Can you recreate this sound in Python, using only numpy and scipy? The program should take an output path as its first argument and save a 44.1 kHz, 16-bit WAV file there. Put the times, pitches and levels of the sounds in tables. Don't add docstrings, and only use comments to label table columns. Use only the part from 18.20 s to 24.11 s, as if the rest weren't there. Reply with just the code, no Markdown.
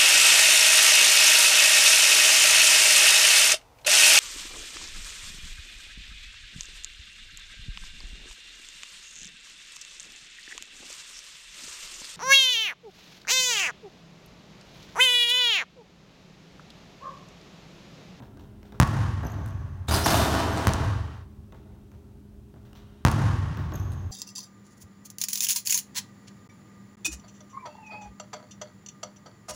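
import sys
import numpy as np
from scipy import signal
from scipy.fft import rfft, irfft
from scipy.io import wavfile
from scipy.ndimage import uniform_filter1d

SR = 44100
rng = np.random.default_rng(int(sys.argv[2]) if len(sys.argv) > 2 else 0)


def persist_wave(psi):
    counts = np.round(np.clip(psi, -1, 1) * 32767).astype(np.int16)
    wavfile.write(sys.argv[1], SR, np.atleast_2d(counts).T)


N = 260631
TIME_S = np.arange(N) / SR
EVENT_S = TIME_S[:SR]


def ball(start_s, end_s, ping_db=-2, grain_db=-2, send_db=6, roof_hz=7000):
    # start in seconds, thump in dB, thump pitch factor, slap in dB, hall send offset in dB,
    # roof echo in dB re slap, roof delay in seconds, three wall delays in seconds.
    bounces = [(0.6005, -4.5, 1.06, -1, -3.8, -21, 0.075, 0.014, .02415, 0.031),
               (2.4710, -10.5, 0.89, -5.5, 1, -2, .0648, 0.011, 0.0094, .0209),
               (4.8507, -5.5, 1.13, -3, 0.25, -9.5, .0645, .014, .0226, .03293)]
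    # mode in Hz, relative dB, t60 in seconds.
    shell_modes = [(126, -0.5, 0.056), (89.3, -9, 0.056), (193, -15, 0.058)]
    cavity_modes = [(921, -30, 0.3), (1076, -34, 0.5), (1122, -25, 0.39), (1223, -35, 0.13),
                    (1600, -34, 0.33), (1714, -34, 0.35), (1870, -40.5, 0.75), (2700, -45, .13)]
    plank_modes = [(332, -30, 0.11), (382, -27, 0.049), (602, -34, 0.18), (1220, -2.5, 0.0039),
                   (6620, 1.5, 0.00071)]
    # frequency in Hz, gain in dB.
    slap_eq = [(100, -31), (400, 13), (800, 19), (1200, 21), (1850, 17.5), (2200, 11.5), (3200, 9.5),
               (5800, -2.5), (8500, 8), (15000, 0)]
    wall_eq = [(100, -2.5), (400, -4.5), (1200, -5.5), (4000, -5.5), (15000, -14)]
    walls_db = [-5, -5.5, -5]
    direct, send = np.zeros((2, N))
    wall = colour(wall_eq)
    slap = undb(ping_db) * ring(cavity_modes) + ring(plank_modes)
    add(slap, 0, colour(slap_eq))
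    slap_treble = signal.lfilter(*signal.butter(2, roof_hz, "high", fs=SR), slap)
    for row in between(bounces, start_s, end_s):
        s, thump_db, pitch, slap_db, offset_db, roof_db, roof_s, *walls_s = row
        thump = ring([(hz * pitch, db, t60_s) for hz, db, t60_s in shell_modes])
        hit = undb(thump_db) * thump - undb(slap_db) * slap
        grain = contacts(decay_s=0.00099, spread_db=11)
        add(direct, s, hit + undb(slap_db + grain_db) * grain)
        add(send, s, hit * undb(send_db + offset_db))
        for delay_s, db in zip(walls_s, walls_db):
            add(direct, s + delay_s, undb(db) * through(hit, wall))
        roof_beams = contacts(decay_s=0.00053, spread_db=6)
        add(direct, s + roof_s, undb(slap_db + roof_db) * through(slap_treble, roof_beams))
    return np.array([direct, send])


def hoop(steel_db=19, rim_db=-50, board_db=-22, snap_db=-3.5, send_db=6, sway_s=0.24, swell_s=0.037):
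    # start in seconds, shaking time in seconds, rattle in dB,
    # change per knock in dB, board thud in dB, treble in dB, treble change per knock in dB.
    dunk = [(1.684, .066, -6.5, 1, 1.5, -6.5, 2.5), (1.858, .163, -1.5, -1.13, -10, -5, -0.9)]
    # mode in Hz, relative dB, t60 in seconds.
    rim_modes = [(184, -9, 0.26), (230.3, -15, 0.24), (323.3, -7, 0.55), (452, -3.5, 0.27), (690, 2, 0.066),
                 (970, -6, 0.35), (1162, -5.5, 0.13), (1293, -6, 0.18), (1456, -20.5, 0.21),
                 (1775, -19.5, 0.9), (3070, -9, .3), (3750, -16.5, 0.51), (4240, -28, 0.3),
                 (4640, -22, 0.33), (5470, -17.5, .3), (6100, -23, 0.18), (5960, -7.5, 0.37),
                 (6900, -16, .25), (8700, -18.5, .2), (10100, -21, 0.24), (13700, -15.5, .25),
                 (14870, -27.5, .25)]
    board_modes = [(42, -23, 0.24), (79.3, -6.5, 0.2), (101, -3, 0.074)]
    # frequency in Hz, gain in dB.
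    clatter_eq = [(60, -2), (170, 4.5), (310, 5.5), (500, -6), (680, 4), (1000, 1.5), (1600, -1.5),
                  (2200, -8.5), (5500, -8), (8500, -9.5), (15000, -13)]
    # time in seconds, pitch in Hz, level in dB.
    hinge_slips = [(1.689, 3800, -33.5), (1.747, 5140, -26.5), (1.849, 5500, -26), (1.883, 5000, -30)]
    chatter, pushes, fittings = np.zeros((3, N))
    for s, shaking_s, db, change_db, thud_db, treble_db, treble_change_db in dunk:
        for k, lag_s in enumerate(knock_lags(shaking_s)):
            burst = rattle(decay_s=0.091, treble_db=treble_db + k * treble_change_db)
            knock = undb(db + k * change_db) * burst
            add(chatter, s + lag_s, knock)
            add(fittings, s + lag_s, through(knock, clinks()))
            add(pushes, s + lag_s, undb([thud_db + k * change_db]))
    release_s = dunk[-1][0]
    add(chatter, release_s, undb(snap_db) * rattle(decay_s=0.012, treble_db=-5))
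    swell = 1 - np.exp(-EVENT_S / swell_s)
    for swing, swing_db in enumerate([2, -2], start=1):
        sway = undb(swing_db) * swell * rattle(decay_s=0.12, treble_db=-22)
        add(chatter, release_s + swing * sway_s, sway)
    steel = through(chatter, colour(clatter_eq)) + undb(rim_db) * through(chatter, ring(rim_modes))
    frame = undb(steel_db) * steel + undb(board_db) * through(pushes, ring(board_modes))
    creaks = stick_slip(hinge_slips, length_s=0.033, jitter=0.076, octave_db=-10)
    return np.array([frame + fittings + creaks, undb(send_db) * frame + fittings + creaks])


def knock_lags(shaking_s, first_gap_s=0.025, slowing=1.08, max_knocks=12):
    gaps_s = first_gap_s * slowing ** np.arange(max_knocks)
    lags_s = np.cumsum(gaps_s) - gaps_s
    return lags_s[lags_s < shaking_s]


def rattle(decay_s, treble_db, shelf_hz=3000):
    burst = contacts(decay_s, spread_db=4.5)
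    low = signal.lfilter(*signal.butter(1, shelf_hz, fs=SR), burst)
    return low + undb(treble_db) * (burst - low)


def clinks(count=24, low_hz=3407, high_hz=15580, max_db=-24.5, t60_s=0.052):
    place, size = rng.random((count, 2)).T
    pitches_hz = low_hz * (high_hz / low_hz) ** place
    levels_db = max_db + 20 * np.log10(size)
    return ring([(hz, db, t60_s) for hz, db in zip(pitches_hz, levels_db)])


def player(start_s, end_s, step_send_db=7, squeak_send_db=8):
    steps = footfalls(start_s, end_s)
    touches = hands(start_s, end_s)
    squeaks = shoe_squeaks(start_s, end_s)
    send = undb(step_send_db) * steps + touches + undb(squeak_send_db) * squeaks
    return np.array([steps + touches + squeaks, send])


def footfalls(start_s, end_s, gain_db=24, tick_s=0.0016, drag_s=0.058, sole_lag_s=0.021, sole_db=-1):
    # start in seconds, then thud, heel tick and sole drag in relative dB.
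    steps = [(0.002, -32, -50.5, -40.5), (0.172, -41.5, -46, -41), (0.4305, -43, -43.5, -42),
             (0.5223, -33.5, -42, -44), (1.031, -20, -39, -52), (2.205, -27, -42, -45),
             (2.365, -21, -39, -44), (3.3235, -35.5, -45.5, -45.5), (3.7166, -45.5, -48, -51),
             (4.340, -41.5, -52.5, -53), (4.430, -59, -57, -43), (4.5307, -54, -41, -35.5),
             (5.372, -25.5, -34, -36), (5.521, -23.5, -38, -33)]
    # frequency in Hz, gain in dB.
    thud_eq = [(40, -2), (100, 11), (250, 11), (450, 1), (900, 0), (1600, -7), (4000, -44.5),
               (15000, -69.5)]
    scuff_eq = [(100, -11.5), (700, -4.5), (1400, -2), (2200, -9), (3600, -5.5), (4800, -14), (5800, -11.5),
                (10000, -30), (15000, -16.5)]
    thuds, scuffs = np.zeros((2, N))
    for s, thud_db, tick_db, drag_db in between(steps, start_s, end_s):
        heel = (s, thud_db, tick_db, tick_s)
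        sole = (s + sole_lag_s, thud_db + sole_db, drag_db, drag_s)
        for land_s, land_db, rub_db, rub_s in (heel, sole):
            add(thuds, land_s, undb(land_db) * contacts(decay_s=0.012, spread_db=3))
            add(scuffs, land_s, undb(rub_db) * contacts(rub_s, spread_db=4))
    return undb(gain_db) * (through(thuds, colour(thud_eq)) + through(scuffs, colour(scuff_eq)))


def hands(start_s, end_s, gain_db=16, second_lag_s=0.017, second_db=-5):
    # start in seconds, relative level in dB.
    touches = [(1.259, -41), (1.672, -47), (5.718, -43.5)]
    # frequency in Hz, gain in dB.
    touch_eq = [(200, -16.5), (1500, 8), (5000, 1.5), (9000, 2.5), (15000, -3.5)]
    track = np.zeros(N)
    for s, db in between(touches, start_s, end_s):
        for lag_s, hand_db in [(0, 0), (second_lag_s, second_db)]:
            add(track, s + lag_s, undb(db + hand_db) * contacts(decay_s=0.008, spread_db=12))
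    return undb(gain_db) * through(track, colour(touch_eq))


def shoe_squeaks(start_s, end_s, bite_lead_s=0.018, bite_db=-6):
    # time in seconds, pitch in Hz, level in dB.
    sole_slips = [(1.069, 6100, -42.5), (1.120, 6630, -49.5), (2.335, 6300, -42), (5.557, 6440, -38.5),
                  (5.600, 6180, -47)]
    slips = between(sole_slips, start_s, end_s)
    bites = [(s - bite_lead_s, hz, db + bite_db) for s, hz, db in slips]
    return stick_slip(bites + slips, length_s=0.011, jitter=0.022, octave_db=-4)


def stick_slip(slips, length_s, jitter, octave_db, rasp=0.12):
    track = np.zeros(N)
    count = int(length_s * SR)
    window = np.sin(np.pi * np.linspace(0, 1, count) ** 0.6) ** 2
    peak_s = length_s / np.pi
    for s, hz, db in slips:
        wobble = uniform_filter1d(rng.standard_normal((2, len(EVENT_S))), size=24)
        speed, grip = unit(wobble)[:, :count]
        phase = 2 * np.pi * np.cumsum(hz * (1 + jitter * speed)) / SR
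        tone = np.sin(phase) + undb(octave_db) * np.sin(2 * phase)
        add(track, s - peak_s, undb(db) * window * (1 + rasp * grip) * tone)
    return track


def gym(build_s=0.0069, early_db=3, early_s=0.058, far_db=2, far_s=0.23, far_width_s=0.053):
    # frequency in Hz, gain in dB.
    hall_eq = [(40, -3.5), (90, 8), (180, -2.5), (400, 4), (1000, 0), (3000, -2), (7000, -5.5),
               (15000, -8.5)]
    # frequency in Hz, t60 in seconds.
    hall_t60 = [(60, 7), (150, 3.5), (400, 1.5), (1000, 2.5), (2500, 2.5), (6000, 2), (10000, 1.5),
                (15000, 1.1)]
    t = TIME_S[:3 * SR]
    bins_hz = np.fft.rfftfreq(len(t), 1 / SR)
    spectrum = rfft(rng.standard_normal(len(t))) * undb(lookup(hall_eq, bins_hz))
    centres_hz = np.geomspace(50, 16000, 13)
    tail = 0
    for hz, share in zip(centres_hz, np.eye(len(centres_hz))):
        band = irfft(spectrum * lookup(np.c_[centres_hz, share], bins_hz), len(t))
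        tail = tail + band * undb(-60 * t / lookup(hall_t60, hz))
    swell_db = early_db * np.exp(-t / early_s) + far_db * np.exp(-((t - far_s) / far_width_s) ** 2)
    knots_s = np.arange(0, 3, 0.006)
    clump_db = 3 * np.exp(-t / 0.5) * np.interp(t, knots_s, rng.standard_normal(len(knots_s)))
    onset = 1 - np.exp(-(t / build_s) ** 2)
    return tail * undb(swell_db + clump_db) * onset / np.sqrt(SR)


def ventilation(air_rms_db=-48.5, waver=0.15, waver_hz=6):
    # frequency in Hz, relative level in dB.
    air_eq = [(15, -31.5), (25, -42.5), (43, -4.5), (137, -9), (175, -23), (206, -15.5), (236, -16.5),
              (405, -20.5), (451, -48), (531, -30.5), (2110, -48.5), (2610, -47), (4740, -51), (14400, -55),
              (16000, -52)]
    # frequency in Hz, rms level in dB.
    fan_tones = [(205, -55.5), (409.5, -64.5)]
    sound = undb(air_rms_db) * unit(through(rng.standard_normal(N), colour(air_eq)))
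    knots_s = np.arange(0, N / SR + 1, 1 / waver_hz)
    for hz, db in fan_tones:
        real, imag = (np.interp(TIME_S, knots_s, rng.standard_normal(len(knots_s))) for _ in range(2))
        drift = 1 + waver * (real + 1j * imag)
        sound += np.sqrt(2) * undb(db) * np.real(drift * np.exp(2j * np.pi * hz * TIME_S))
    return sound


def contacts(decay_s, spread_db, hold_samples=30):
    noise = rng.standard_normal(len(EVENT_S))
    sizes_db = spread_db * np.repeat(rng.standard_normal(len(noise)), hold_samples)[:len(noise)]
    burst = noise * undb(sizes_db) * np.exp(-EVENT_S / decay_s)
    return burst / np.sqrt(np.sum(burst ** 2))


def ring(modes):
    return sum(undb(db - 60 * EVENT_S / t60_s) * np.sin(2 * np.pi * hz * EVENT_S)
               for hz, db, t60_s in modes)


def colour(points, size=8192):
    gain = undb(lookup(points, np.fft.rfftfreq(size, 1 / SR)))
    cepstrum = irfft(np.log(gain))
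    cepstrum[1:size // 2] *= 2
    cepstrum[size // 2 + 1:] = 0
    return irfft(np.exp(rfft(cepstrum)))


def lookup(points, hz):
    points_hz, values = np.transpose(points)
    return np.interp(np.log(np.maximum(hz, 1)), np.log(points_hz), values)


def through(x, response):
    return signal.fftconvolve(x, response)[:len(x)]


def add(track, s, sound):
    start = max(int(round(s * SR)), 0)
    part = sound[:max(len(track) - start, 0)]
    track[start:start + len(part)] += part


def between(rows, start_s, end_s):
    return [row for row in rows if start_s <= row[0] < end_s]


def undb(db):
    return 10 ** (np.asarray(db) / 20)


def unit(x):
    return x / np.sqrt(np.mean(x ** 2))


def scene():
    # time in seconds, linear gain.
    fade_points = [(2.62, 1), (2.85, 0.57), (2.96, 0.47), (3.07, 0.078)]
    fade = np.interp(TIME_S, *np.transpose(fade_points))
    split_s = fade_points[-1][0]
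    hall = gym()
    first = ball(0, split_s) + hoop() + player(0, split_s)
    second = ball(split_s, np.inf) + player(split_s, np.inf)
    first, second = (direct + through(send, hall) for direct, send in (first, second))
    return (first * fade + second + ventilation())[None]


def record(dry, bass_hz=42, top_hz=16000):
    thin = signal.sosfilt(signal.butter(4, bass_hz, "high", fs=SR, output="sos"), dry)
    return signal.sosfilt(signal.ellip(8, 0.2, 70, top_hz, fs=SR, output="sos"), np.tanh(thin))


dry = scene()
out = record(dry)
persist_wave(out)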